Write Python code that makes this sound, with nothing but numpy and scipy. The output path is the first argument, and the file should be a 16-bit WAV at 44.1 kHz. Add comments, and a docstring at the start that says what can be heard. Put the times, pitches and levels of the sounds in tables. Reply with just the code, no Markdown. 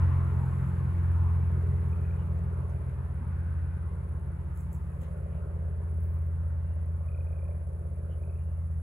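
"""Summer meadow by a beehive

A distant vehicle drones away: its exhaust orders sink in pitch, its road roar fades. A second engine
runs steadily, beats against it, rings its exhaust and chirps its belt. Wooden hive frames are picked
out of the grass and set into their box. Insects trill with their wings, a katydid ticks, birds chip."""
import sys
import numpy as np
from scipy import signal
from scipy.fft import rfft, irfft, next_fast_len
from scipy.io import wavfile

SR = 44100
rng = np.random.default_rng(int(sys.argv[2]) if len(sys.argv) > 2 else 0)


def dump(signal):
    """Clip the signal to [-1, 1] and save it as 16-bit WAV at the path in sys.argv[1]."""
    limited = np.clip(np.atleast_2d(signal).T, -1, 1)
    pcm = np.round(limited * 32767).astype(np.int16)
    wavfile.write(sys.argv[1], SR, pcm)


N = 388949
TIME = np.arange(N) / SR
FFT_SIZE = next_fast_len(N, True)
FREQS = np.fft.rfftfreq(FFT_SIZE, 1 / SR)


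# Receding engine, orders 1-4; the 2nd is the firing note: t/s, level/dB
ORDER_1 = [(.8, -57), (2.5, -66.5), (5.5, -54.5)]
ORDER_2 = [(0, -22.5), (0.651, -33), (1.2, -24.5), (2.1, -31), (3.15, -35.5), (3.601, -30.5), (4.2, -37),
           (5.1, -37.5), (6.05, -30), (6.599, -30), (7.901, -35.5), (8.502, -32), (8.82, -32)]
ORDER_3 = [(.6, -31), (1.05, -39), (1.65, -35), (2.05, -41.5), (3.1, -40.5), (3.599, -52), (4.7, -50),
           (7, -56)]
ORDER_4 = [(0, -49), (.65, -40), (1, -46), (2.449, -42), (2.9, -50), (4.7, -45), (6.8, -51)]

def receding_engine(first_hz=44.05, last_hz=41.0, settle_s=3.2, waver_db=0.4, wander_cycles=0.006):
    """The turn rate settles lower; only the low orders of the exhaust pulses survive the distance."""
    turn_hz = last_hz + (first_hz - last_hz) * np.exp(-TIME / settle_s)
    turns = np.cumsum(turn_hz) / SR + rng.random()
    levels_db = [at_time(order) + waver_db * drift(4) for order in (ORDER_1, ORDER_2, ORDER_3, ORDER_4)]
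    return np.sqrt(2) * sum(from_db(db) * np.cos(2 * np.pi * (k * turns + wander_cycles * drift(0.99)))
                            for k, db in enumerate(levels_db, 1))


# Road noise fade, taken about its mean: t/s, level/dB
ROAD_FADE = [(0, -44), (0.3, -49), (1.27, -51), (2, -54), (3.1, -56), (3.55, -55), (3.95, -58), (5.1, -59),
             (6.5, -60), (7.3, -62.5), (8.82, -64)]
# Exhaust rumble and tyre roar spectra: f/Hz, relative level/dB
RUMBLE_SPECTRUM = [(22, -18.5), (60, -1.5), (90, -0.5), (140, -3.5), (190, -8), (250, -20.5), (360, -21),
                   (750, -26), (1200, -51)]
ROAR_SPECTRUM = [(400, -9.5), (740, -11), (860, 4.5), (1050, 3.5), (1400, -0.5), (2000, -11), (2600, -17),
                 (3200, -25.5), (6000, -38.5)]

def road(rumble_db=-43.5, body_db=-61.5, top_db=-64, tread_db=-9, split_hz=1350):
    """Exhaust rumble and tyre roar with faintly singing tread; each takes its share of the fade."""
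    fade_db = at_time(ROAD_FADE)
    fade_db -= fade_db.mean()
    roar = far_noise(ROAR_SPECTRUM)
    low = filtered(roar, 1 / (1 + (FREQS / split_hz) ** 8))
    tread = from_db(tread_db) * (whistle(885, 58) + whistle(1060, 37))
    body = from_db(body_db + 0.93 * fade_db + .5 * drift(11)) * rms_one(rms_one(low) + tread)
    top = from_db(top_db + 0.91 * fade_db + .5 * drift(34)) * rms_one(roar - low)
    rumble = from_db(rumble_db + 0.72 * fade_db) * far_noise(RUMBLE_SPECTRUM)
    return rumble + air_shimmer(body + top)


# Tyre roar surges: t/s, length/s, f/Hz, width/Hz, level/dB
TYRE_SURGES = [(0.205, 0.34, 1060, 119, -53), (0.425, 0.18, 897, 100.5, -50.5),
               (1.27, 0.28, 1000, 150, -54.5), (3.602, 0.53, 1510, 111.5, -63.5),
               (6.455, 0.26, 1404, 219, -66)]

def tyre_surges():
    """Now and then the roar swells and takes on a hollow pitch."""
    return pitched_swells(TYRE_SURGES)


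# Steady engine harmonics: multiple of the cycle rate, level/dB
HUM_HARMONICS = [(4, -41), (6, -59.5), (8, -47.5)]
# How well they carry: t/s, gain/dB
HUM_CARRY = [(1, 4.5), (3.5, 2.5), (8.82, -0.5)]

def steady_hum(cycles, waver_db=0.06):
    """Low harmonics of the engine cycle, wavering slightly in moving air."""
    hum = sum(from_db(db + waver_db * drift(5.4)) * np.sin(2 * np.pi * (k * cycles + rng.random()))
              for k, db in HUM_HARMONICS)
    return np.sqrt(2) * from_db(at_time(HUM_CARRY)) * hum


# Drive per cylinder: into pipe note and boom/dB, into clatter/dB
CYLINDERS = [(-2.5, 3.5), (0.5, -3.5), (-8, 0.5), (-3, -5.5)]
# Resonances (pipe note, boom, two of clatter): f/Hz, width/Hz, gain before normalising/dB
EXHAUST_MODES = [(336.7, 11, 0), (415.3, 46, 0), (520, 95, 0.5), (597, 101, 2)]
# Pipe note, boom, and clatter coming and going on the breeze: t/s, level/dB
PIPE_NOTE = [(0, -57.5), (1.1, -58), (3.2, -62.5), (3.85, -68.5), (4.4, -59), (4.9, -68.5), (5.9, -62.5),
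             (6.5, -72.5), (8.2, -60), (8.82, -78.5)]
BOOM = [(0, -60), (.45, -54.5), (1, -62), (1.7, -49.5), (2.15, -56.5), (2.75, -53), (3.5, -68.5),
        (3.95, -58), (4.75, -64.5), (5.15, -56), (6, -56), (6.45, -64), (7.2, -60), (8.3, -56.5),
        (8.6, -69)]
CLATTER = [(0, -61.5), (1.1, -64.5), (1.6, -58.5), (2.75, -53), (3.4, -66.5), (3.95, -58), (4.7, -65),
           (5.17, -51), (5.6, -54), (6.05, -57.5), (6.35, -58), (6.85, -58.5), (7.2, -53.5), (8.1, -54.5),
           (8.82, -61.5)]

def exhaust(cycles, first_firing_s=.0162, stagger_firings=0.019, uneven_db=0.9, muffler_hz=(290, 740)):
    """Four unequal firings a cycle, each a pulse and a gas puff, a bit early or late, ring the pipe."""
    since_first = cycles - np.interp(first_firing_s, TIME, cycles)
    firings = (since_first + 1) * len(CYLINDERS) + np.clip(stagger_firings * drift(11), -.5, .5)
    number = firings.astype(int)
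    pulses = rms_one(np.diff(number, prepend=number[0]))
    puffs = rms_one(np.exp(-1.4 * (firings % 1)) * rng.standard_normal(N))
    cylinder = np.arange(number.max() + 1) % len(CYLINDERS)
    strength = from_db(np.array(CYLINDERS)[cylinder].T + uneven_db * rng.standard_normal(len(cylinder)))
    gas = strength[:, number] * (pulses + 0.71 * puffs)
    muffler = signal.butter(2, muffler_hz, "band", fs=SR, output="sos")
    low, high = signal.sosfilt(muffler, signal.sosfilt(muffler, gas))
    note, boom, *rattles = [from_db(db) * resonance(drive, hz, width_hz)
                            for drive, (hz, width_hz, db) in zip((low, low, high, high), EXHAUST_MODES)]
    parts = [(PIPE_NOTE, note), (BOOM, -boom), (CLATTER, rattles[0] - rattles[1])]
    return sum(from_db(at_time(level)) * rms_one(part) for level, part in parts)


# Runs of belt slips: start/s, length/s, level/dB
BELT_RUNS = [(1.929, 0.25, -59), (2.76, .15, -64), (4.863, 0.085, -65), (7.085, .13, -58),
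             (7.268, .25, -60.5), (8.235, 0.16, -65)]

def belt(cycle_hz, pitch_hz=2480, sag_hz_per_s=270, scatter_hz=45, glide_hz=160, chirp_s=0.014,
         uneven_db=2.5, weak_db=-3.5):
    """One slip a turn gives a rising chirp, alternately strong and weak; pitch sags within a run."""
    out = np.zeros(N)
    t = TIME[:int(chirp_s * SR)]
    window = np.hanning(len(t)) ** 2
    for start_s, length_s, db in BELT_RUNS:
        turn_s = 1 / (2 * cycle_hz[int(start_s * SR)])
        for k, age_s in enumerate(np.arange(0, length_s, turn_s)):
            hz = rng.normal(pitch_hz - sag_hz_per_s * age_s, scatter_hz)
            glide = glide_hz * (2 * t / chirp_s - 1)
            gain = from_db(db + weak_db * (k % 2) + uneven_db * rng.standard_normal())
            onset = int((start_s + age_s - chirp_s / 4) * SR)
            out[onset:onset + len(t)] += gain * window * np.sin(2 * np.pi * np.cumsum(hz + glide) / SR)
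    return out


# Frame clacks: t/s, decay/s, level/dB
CLACKS = [(5.012, 0.009, -63), (5.031, 0.036, -64), (6.79, .04, -77)]
# Dull handling rustle: t/s, length/s, level/dB
RUSTLES = [(5.35, 0.1, -75)]
# Knocked wood spectrum: f/Hz, relative level/dB
WOOD_SPECTRUM = [(1500, 12), (3200, 9), (4500, -5), (6500, -3.5)]

def hive_frames(grain_db=2.7):
    """A wooden frame clacks as it is lifted and rustles as it is handled."""
    clacks = sum(from_db(db) * strike(s, decay_s) for s, decay_s, db in CLACKS)
    grain = from_db(grain_db * drift(300))
    return grain * (clacks * far_noise(WOOD_SPECTRUM) + swells(RUSTLES) * whistle(2650, 350))


# Frame bumps: t/s, level/dB
BUMPS = [(3.209, -44), (5.02, -50.5)]
# Box modes: f/Hz, gain/dB, t60/s
BOX_MODES = [(228, 5.5, 0.18), (310, -7, .09)]

def hive_box():
    """Soft bumps of a frame ring the low modes of the wooden box."""
    out = np.zeros(N)
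    for s, db in BUMPS:
        age_s = np.clip(TIME - s, 0, 1)
        for hz, mode_db, t60_s in BOX_MODES:
            out += from_db(db + mode_db - 60 * age_s / t60_s) * np.sin(2 * np.pi * hz * age_s)
    return out


# Grass brushed by hand and frame: t/s, length/s, level/dB
BRUSHES = [(0.51, 0.85, -74), (4.596, 0.088, -67.5), (4.747, 0.049, -64.5), (5.0, .7, -81.5),
           (5.028, 0.035, -67.5)]
# Blades snapping: t/s, level/dB
SNAPS = [(1.628, -61.5), (4.574, -54), (4.606, -57), (4.634, -64), (4.730, -49), (5.017, -59)]
# Leaves stirring: t/s, level/dB
STIR = [(.6, -76), (1.6, -74.5), (3.8, -81.5), (4.8, -78.5), (5.6, -81), (8.82, -79)]
# Leaf and grass spectra: f/Hz, relative level/dB
LEAF_SPECTRUM = [(3000, -3), (6000, -1), (11000, 6.5), (14500, -2), (16000, -1.5)]
GRASS_SPECTRUM = [(4500, -26), (6300, -1), (7500, 7.5), (10000, 5), (16000, -0.5)]

def grass(crackle_db=2.5, snap_decay_s=0.0013, stalks_per_s=35):
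    """Leaves hiss and dry stalks tick among them; brushed blades crackle in clumps and a few snap."""
    brushes = rms_one(from_db(crackle_db * drift(400))) * swells(BRUSHES)
    snaps = sum(from_db(db) * strike(s, snap_decay_s) for s, db in SNAPS)
    stir = from_db(at_time(STIR) + 0.99 * drift(40))
    onsets = rng.random(N) < stalks_per_s / SR
    sizes = from_db(3 + 2 * np.minimum(rng.exponential(1, N), 2))
    stalks = stir * signal.lfilter([1], [1, -np.exp(-1 / (snap_decay_s * SR))], onsets * sizes + 1e-18)
    return stir * far_noise(LEAF_SPECTRUM) + (brushes + snaps + stalks) * far_noise(GRASS_SPECTRUM)


# Katydid ticks: t/s, level/dB
KATYDID_TICKS = [(6.026, -55), (6.041, -55), (6.056, -58), (6.14, -56), (6.266, -53)]
# Its rasp: t/s, length/s, level/dB
KATYDID_RASP = [(6.083, 0.32, -74)]
# Its spectrum: f/Hz, relative level/dB
KATYDID_SPECTRUM = [(10000, -20), (12500, 6.5), (16000, 3.5)]

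def katydid(decay_s=.001, grain_db=2.7):
    """Thin, high insect ticks with a faint rasp between them."""
    ticks = sum(from_db(db) * strike(s, decay_s) for s, db in KATYDID_TICKS)
    rasp = from_db(grain_db * drift(300)) * swells(KATYDID_RASP)
    return (ticks + rasp) * far_noise(KATYDID_SPECTRUM)


# Near insects: start/s, end/s, f/Hz, width/Hz, wing rate/Hz, level/dB
TRILLS = [(-1, 10, 9180, 55, 65.3, -72.5), (-1, 3.3, 9600, 90, 65.3, -77), (-1, 1.6, 10230, 150, 69, -77.5),
          (6.9, 10, 10020, 70, 71.5, -77)]
# Far insect spectrum: f/Hz, relative level/dB
CHORUS_SPECTRUM = [(7500, -23.5), (8300, -15), (8850, -2), (9300, -2.5), (10000, 2.5), (10500, -16.5),
                   (11300, -28)]

def insects(chorus_db=-74, fade_s=.15):
    """A few near singers, pulsed by their wing strokes, over a blur of far ones."""
    out = from_db(chorus_db + drift(2.4)) * far_noise(CHORUS_SPECTRUM)
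    for start_s, end_s, hz, width_hz, wing_hz, db in TRILLS:
        singing = np.clip(np.minimum(TIME - start_s, end_s - TIME) / fade_s, 0, 1)
        wings = 1 + np.sin(2 * np.pi * np.cumsum(wing_hz + 0.15 * drift(2.5)) / SR)
        out += from_db(db + drift(2.2)) * singing * rms_one(wings * whistle(hz, width_hz))
    return out


# Bird chips and faint whistles: t/s, length/s, f/Hz, width/Hz, level/dB
BIRD_NOTES = [(2.21, 0.051, 2880, 130, -69.5), (2.703, 0.019, 6100, 497, -75.5),
              (6.722, 0.21, 2770, 50.4, -80), (8.13, 0.058, 2920, 162, -69.5),
              (8.466, 0.22, 2780, 55.6, -79.5)]

def birds():
    """Short notes from the bushes, the wider the hoarser."""
    return pitched_swells(BIRD_NOTES)


def air_shimmer(x, depth_db=1.83, rate_hz=6, span_hz=(740, 2600), bands=11):
    """Moving air swells and fades each midrange band by itself; the hiss above stays smooth."""
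    place = np.interp(FREQS, span_hz, [0, bands])
    parts = (filtered(x, np.maximum(1 - abs(place - k), 0)) for k in range(bands))
    return x + sum((from_db(depth_db * drift(rate_hz)) - 1) * part for part in parts)


def treeline(x, echo_db, decay_s):
    """The edge of the wood scatters a short, diffuse echo to each side."""
    trees = rng.standard_normal((2, SR // 2)) * np.exp(-TIME[:SR // 2] / decay_s)
    trees /= np.linalg.norm(trees, axis=1, keepdims=True)
    return x + from_db(echo_db) * signal.fftconvolve(x[None], trees)[:, :N]


# Left-right likeness of far noise: f/Hz, coherence
COHERENCE = [(220, 0.93), (600, 0.36), (800, 0.14), (1700, 0.27), (4700, 0.24), (7000, 0.94)]

def far_noise(spectrum):
    """Coloured stereo noise at unit rms, less alike between the sides in the midrange."""
    low_hz, high_hz = spectrum[0][0], spectrum[-1][0]
    skirts = (np.minimum(FREQS / low_hz, 1) / np.maximum(FREQS / high_hz, 1)) ** 4
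    colour = from_db(at_hz(spectrum)) * skirts
    alike = at_hz(COHERENCE)
    mid, side = filtered(rng.standard_normal((2, N)), colour * np.sqrt([1 + alike, 1 - alike]))
    return rms_one(np.array([mid + side, mid - side]))


def resonance(x, hz, width_hz):
    """Two-pole resonance, unit peak gain."""
    r = np.exp(-np.pi * width_hz / SR)
    feedback = [1, -2 * r * np.cos(2 * np.pi * hz / SR), r * r]
    return signal.lfilter(np.array([1, 0, -1]) * (1 - r * r) / 2, feedback, x + 1e-18)


def whistle(hz, width_hz):
    """Narrow noise band: an unsteady tone."""
    return rms_one(filtered(rng.standard_normal(N), 1 / (1 + ((FREQS - hz) / width_hz) ** 2)))


def drift(rate_hz):
    """Low-passed random wander, unit rms."""
    return rms_one(filtered(rng.standard_normal(N), 1 / (1 + (FREQS / rate_hz) ** 4)))


def strike(s, decay_s):
    """Sudden onset, exponential decay."""
    return (TIME >= s) * np.exp(-np.clip((TIME - s) / decay_s, 0, 40))


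def swell(s, length_s):
    """Gaussian envelope centred on s."""
    return np.exp(-np.minimum((2 * (TIME - s) / length_s) ** 2, 40))


def swells(rows):
    """Envelope of several swells."""
    return sum(from_db(db) * swell(s, length_s) for s, length_s, db in rows)


def pitched_swells(rows):
    """One swelling noise band per row."""
    return sum(from_db(db) * swell(s, length_s) * whistle(hz, width_hz)
               for s, length_s, hz, width_hz, db in rows)


def filtered(x, response):
    """Apply a frequency response."""
    return irfft(rfft(x, FFT_SIZE) * response, FFT_SIZE)[..., :N]


def at_time(curve):
    """Curve at every sample."""
    return np.interp(TIME, *np.transpose(curve))


def at_hz(spectrum):
    """Spectrum at every bin, interpolated in log frequency."""
    hz, value = np.transpose(spectrum)
    return np.interp(np.log(FREQS + 1), np.log(hz), value)


def from_db(db):
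    """Decibels to gain."""
    return 10 ** (np.asarray(db) / 20)


def rms_one(x):
    """Scale to unit rms."""
    return x / np.sqrt(np.mean(x ** 2) + 1e-20)


def scene(first_cycle_hz=16.92, slowing_hz_per_s=.05):
    """Two far engines and the near sounds of the meadow."""
    receding = receding_engine() + road() + tyre_surges()
    meadow = insects() + birds() + grass() + hive_frames() + hive_box() + katydid()
    cycle_hz = first_cycle_hz - slowing_hz_per_s * TIME
    cycles = np.cumsum(cycle_hz) / SR
    steady = steady_hum(cycles) + treeline(exhaust(cycles), echo_db=-10, decay_s=.035).mean(axis=0)
    chirps = treeline(belt(cycle_hz), echo_db=-5, decay_s=.13)
    return receding + steady + chirps + meadow


# Stereo widening, right relative to left: f/Hz, phase/rad
WIDENING_PHASE = [(0, 0), (60, .3), (260, .3), (430, 1.1), (620, 1.6), (850, -.7), (1100, -.7), (1700, 1.2),
                  (2700, -1.3), (4000, 0), (5400, -2.4), (7000, 0), (15800, 12.6)]
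# Left channel's excess over the right: f/Hz, level/dB
LEFT_LOUDER = [(1100, 0), (3800, 4.5), (5600, 0)]

def record(dry, cutoff_hz=15750):
    """The recorder's stereo widening shifts phase by frequency; the left is louder, the top is cut."""
    shift_rad = np.interp(FREQS, *np.transpose(WIDENING_PHASE))
    sides = np.array([[-.5], [.5]])
    pair = filtered(dry, np.exp(1j * shift_rad * sides) * from_db(-at_hz(LEFT_LOUDER) * sides))
    return signal.sosfilt(signal.ellip(10, .1, 80, cutoff_hz, fs=SR, output="sos"), pair)


dry = scene()
out = record(dry)
dump(out)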